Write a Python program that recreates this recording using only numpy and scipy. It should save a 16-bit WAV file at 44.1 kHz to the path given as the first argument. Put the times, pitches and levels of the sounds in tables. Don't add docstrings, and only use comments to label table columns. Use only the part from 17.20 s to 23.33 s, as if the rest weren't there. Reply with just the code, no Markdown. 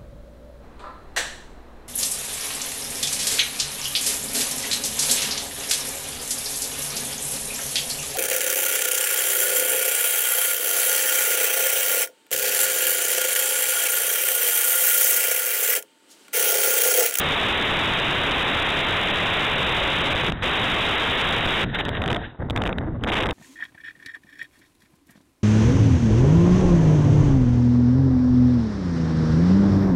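import sys
import numpy as np
from scipy import signal
from scipy.fft import rfft, irfft
from scipy.io import wavfile

SR = 44100
rng = np.random.default_rng(int(sys.argv[2]) if len(sys.argv) > 2 else 0)


def wav_out(sig):
    wavfile.write(sys.argv[1], SR, np.round(np.clip(np.atleast_2d(sig).T, -1, 1) * 32767).astype(np.int16))


N = 270333
CAMERA_SR = 8000
TIME = np.arange(N * CAMERA_SR // SR + 2) / CAMERA_SR

# frequency in Hz, relative gain in dB.
SHELL_RESPONSE = [(30, -14), (200, -3), (600, -6), (1100, -8), (1550, 1), (1900, -2), (2350, -11),
                  (2800, -9), (3150, -11), (3750, -4), (4000, -5.5)]


def motors(rotors=4, turn_hz=71.85, turn_db=-15, speed_law=.085, drift=.008, rattle=.3, flutter_db=2.0):
    # centre and half length in seconds, level in dB.
    needle_chops = [(4.552, 0.014, -25.5), (4.598, 0.018, -22), (4.671, 0.021, -36), (4.757, 0.022, -30),
                    (5.025, .02, -46)]
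    gears, level_db = np.zeros(len(TIME)), motor_level()
    mean_hz = turn_hz * gain_of(level_db - turn_db) ** speed_law
    for _ in range(rotors):
        speed_hz = mean_hz * (1 + drift * wander(3))
        angle = 2 * np.pi * np.cumsum(speed_hz) / CAMERA_SR
        for order in range(2, 96):
            below_nyquist = order * speed_hz < CAMERA_SR / 2
            gears += below_nyquist * rng.rayleigh() * np.cos(order * angle + 2 * np.pi * rng.random())
    whir = unit_rms(coloured(unit_rms(gears) + rattle * white(), SHELL_RESPONSE))
    chops = sum(gain_of(db) * swell(s, half_length) for s, half_length, db in needle_chops)
    return whir * (gain_of(level_db) + chops) * gain_of(flutter_db * wander(30))


def motor_level(cut_db=-20, stall_db=-22):
    # time in seconds, level in dB before the drops below.
    throttle = [(0, -15), (2.3, -15.5), (2.8, -14), (3.07, -21), (3.24, -19), (3.4, -14.5), (3.95, -12),
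                (4.12, -19), (4.43, -19)]
    flight_db = np.interp(TIME, *np.transpose(throttle))
    return flight_db + cut_db * throttle_cut() + stall_db * in_tree() + run_down()


def throttle_cut():
    return trapezoid(3.066, 3.258, attack=.044, release=.055)


def in_tree(crash_s=4.43, ramp_s=.025):
    return np.clip((TIME - crash_s) / ramp_s, 0, 1)


def run_down(switch_off_s=5.05, db_per_s=-190, floor_db=-36):
    return np.maximum(db_per_s * np.maximum(TIME - switch_off_s, 0), floor_db)


def wind(steady_db=-11, cut_db=-20.5, shelter_db=-26, eddy_db=3.5):
    # frequency in Hz, relative level in dB.
    buffet_spectrum = [(10, -10), (30, -2), (90, 0), (180, -4), (400, -18), (1000, -32), (4000, -56)]
    # centre and half length in seconds, rise in dB.
    gusts = [(3.03, .1, 10), (4.199, .12, 9)]
    gust_db = sum(db * swell(s, half_length) for s, half_length, db in gusts)
    level_db = steady_db + gust_db + cut_db * throttle_cut() + shelter_db * in_tree() + run_down()
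    return unit_rms(coloured(white(), buffet_spectrum)) * gain_of(level_db + eddy_db * wander(14))


def branches(sway_db=-1.1, rustle_db=-49, force_limit=.125):
    # start and end in seconds, rocking and scraping levels in relative dB.
    boughs = [(4.436, 4.468, -25, -41), (4.551, 4.66, -32.5, -36), (4.65, 4.706, -27, -30),
              (4.717, 4.8, -28, -32), (4.792, 4.955, -26, -26), (5.186, 5.26, -26.5, -38.5),
              (5.292, 5.33, -26, -36), (5.345, 5.504, -25.5, -25.5), (5.542, 5.685, -26.5, -35.5),
              (5.703, 5.766, -27.5, -43), (5.811, 5.86, -24, -32), (5.863, 6.105, -27.5, -25)]
    # frequency in Hz, relative level in dB.
    body_spectrum = [(10, -9.5), (35, -1.5), (100, -1.5), (190, -5), (320, -8.5), (500, -21.5), (1000, -40),
                     (4000, -71)]
    rocking = np.max([gain_of(db) * contact(start, end, -140) for start, end, db, _ in boughs], axis=0)
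    scrape = np.max([gain_of(db) * contact(start, end, -290) for start, end, _, db in boughs], axis=0)
    sway = unit_rms(coloured(white(), body_spectrum)) * gain_of(sway_db) * rocking
    brushing = needle_slips() * (scrape + gain_of(rustle_db) * in_tree())
    return force_limit * np.tanh((sway + brushing) / force_limit)


def contact(start, end, db_per_s, build_s=.014):
    return np.clip((TIME - start) / build_s, 0, 1) * gain_of(db_per_s * np.maximum(TIME - end, 0))


def rakes(edge_s=0.0043, force_limit=.24):
    # start and end in seconds, level in dB before limiting.
    slides = [(4.584, 4.612, -23.5), (4.899, 4.917, -24.5), (5.213, 5.231, -27), (5.671, 5.692, -33),
              (5.861, 5.915, -21.5), (5.915, 5.949, -17.5), (5.95, 6.018, -15.5), (6.017, 6.07, -18.5)]
    load = sum(gain_of(db) * trapezoid(start, end, edge_s, edge_s) for start, end, db in slides)
    return force_limit * np.tanh(load * needle_slips() / force_limit)


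def needle_slips(clump_db=2.0, grain_db=4.5):
    # frequency in Hz, relative level in dB.
    needle_spectrum = [(30, -11.5), (200, -1.5), (400, 1), (750, -0.5), (1200, -7.5), (1600, -10),
                       (2000, -12.5), (2450, -32), (3100, -37), (3750, -28), (4000, -40)]
    grains = white() * gain_of(clump_db * wander(60) + grain_db * wander(600))
    return unit_rms(coloured(grains, needle_spectrum))


def knocks(push, thump_hz=110, scratch=.28, rebound_s=.0072):
    # time in seconds, level in dB, half length in seconds, tap count.
    body_knocks = [(3.122, -16, 0.00082, 1), (3.226, -12.5, 0.0022, 1), (4.552, -15, .002, 1),
                   (4.653, -17.5, 0.00053, 1), (4.685, -15.5, .0008, 2), (4.82, -16, 0.0022, 1),
                   (4.841, -17.5, .0016, 1), (4.861, -14, 0.00087, 1), (4.879, -16, 0.00077, 2),
                   (4.904, -13.5, .0023, 1), (4.929, -18, .0016, 1), (4.948, -15, 0.00079, 1),
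                   (4.967, -15.5, 0.00093, 1), (5.3, -16.5, .0006, 2), (5.363, -18, 0.001, 1),
                   (5.3764, -18.5, 0.0016, 1), (5.455, -16.5, .001, 4), (5.494, -17, 0.00091, 1),
                   (5.529, -14, 0.00066, 1), (5.585, -16.5, 0.00087, 1), (5.8384, -15.5, 0.0011, 2),
                   (6.09, -16.5, 0.0011, 2), (6.110, -15.5, 0.00095, 1)]
    out, grit = np.zeros(len(TIME)), unit_rms(coloured(white(), SHELL_RESPONSE))
    for first, db, half_length, taps in body_knocks:
        for s in first + rebound_s * np.arange(round(taps)):
            t = TIME - s
            pulse = np.exp(-.5 * (t / half_length) ** 2)
            shove = pulse * (np.cos(2 * np.pi * thump_hz * t) + scratch * grit)
            out += np.sign(np.interp(s, TIME, push)) * gain_of(db) * shove
    return out


def snaps(ring_hz=2900, decay_s=0.0012):
    # time in seconds, starting level in dB.
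    fractures = [(5.4189, -4), (5.811, -41)]
    return sum(ring(s, ring_hz, db, decay_s) for s, db in fractures)


def twangs(decay_s=.017):
    # time in seconds, frequency in Hz, starting level in dB.
    releases = [(4.962, 715, -22), (5.434, 618, -24), (5.674, 324, -22.5), (5.92, 572, -21.5)]
    return sum(ring(s, hz, db, decay_s) for s, hz, db in releases)


def downwash(level_db=-39):
    # frequency in Hz, relative level in dB.
    rush_spectrum = [(100, -10), (500, 0), (1100, 0), (1600, -4), (2300, -7), (2700, -16), (4000, -22)]
    return gain_of(level_db) * unit_rms(coloured(white(), rush_spectrum)) * (1 - in_tree())


def ring(s, hz, db, decay_s):
    t = np.maximum(TIME - s, 0)
    return gain_of(db) * np.exp(-t / decay_s) * np.sin(2 * np.pi * hz * t)


def trapezoid(start, end, attack, release):
    return np.clip(np.minimum((TIME - start) / attack, (end - TIME) / release), 0, 1)


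def swell(s, half_length):
    return np.exp(-((TIME - s) / half_length) ** 2)


def wander(hz):
    bins = np.fft.rfftfreq(len(TIME), 1 / CAMERA_SR)
    return unit_rms(irfft(rfft(white()) / (1 + (bins / hz) ** 4), len(TIME)))


def white():
    return rng.standard_normal(len(TIME))


def coloured(x, spectrum, rate=CAMERA_SR):
    hz, db = np.transpose(spectrum)
    bins = np.fft.rfftfreq(len(x), 1 / rate)
    return irfft(rfft(x) * gain_of(np.interp(np.log(bins + 1), np.log(hz + 1), db)), len(x))


def unit_rms(x):
    return x / np.sqrt(np.mean(x ** 2) + 1e-20)


def gain_of(db):
    return 10 ** (np.asarray(db) / 20)


def scene():
    push = wind() + branches() + rakes()
    return signal.resample(motors() + downwash() + push + knocks(push) + snaps() + twangs(), N)[None]


def record(dry, mic_rail=1.17, leak=0.084, full_scale=.146, hiss_db=-66, noise_floor_db=-96):
    # frequency in Hz, gain in dB.
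    output_response = [(20, -1), (55, 1.5), (80, 1.5), (130, 2), (220, 0), (1000, -0.5), (3700, -0.76),
                       (5000, -0.3), (8000, -0.7), (12000, -1), (16000, -0.5)]
    pressure = signal.resample(dry[0], len(TIME))
    saturated = (1 - leak) * np.clip(pressure, -mic_rail, mic_rail) + leak * pressure
    samples = saturated + gain_of(hiss_db) * white()
    wrapped = (samples + full_scale) % (2 * full_scale) - full_scale
    smoothing = signal.firwin(441 * 60 + 1, 3890, window=("kaiser", 8), fs=441 * CAMERA_SR)
    smooth = signal.resample_poly(wrapped, 441, 80, window=smoothing)[:N]
    clipped = np.clip(smooth, -full_scale, full_scale)
    noise_floor = gain_of(noise_floor_db) * rng.standard_normal(N)
    out = coloured(clipped, output_response, SR) + noise_floor
    low_pass = signal.firwin(511, 15900, window=("kaiser", 9), fs=SR)
    return signal.oaconvolve(out, low_pass, "same")[None]


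dry = scene()
out = record(dry)
wav_out(out)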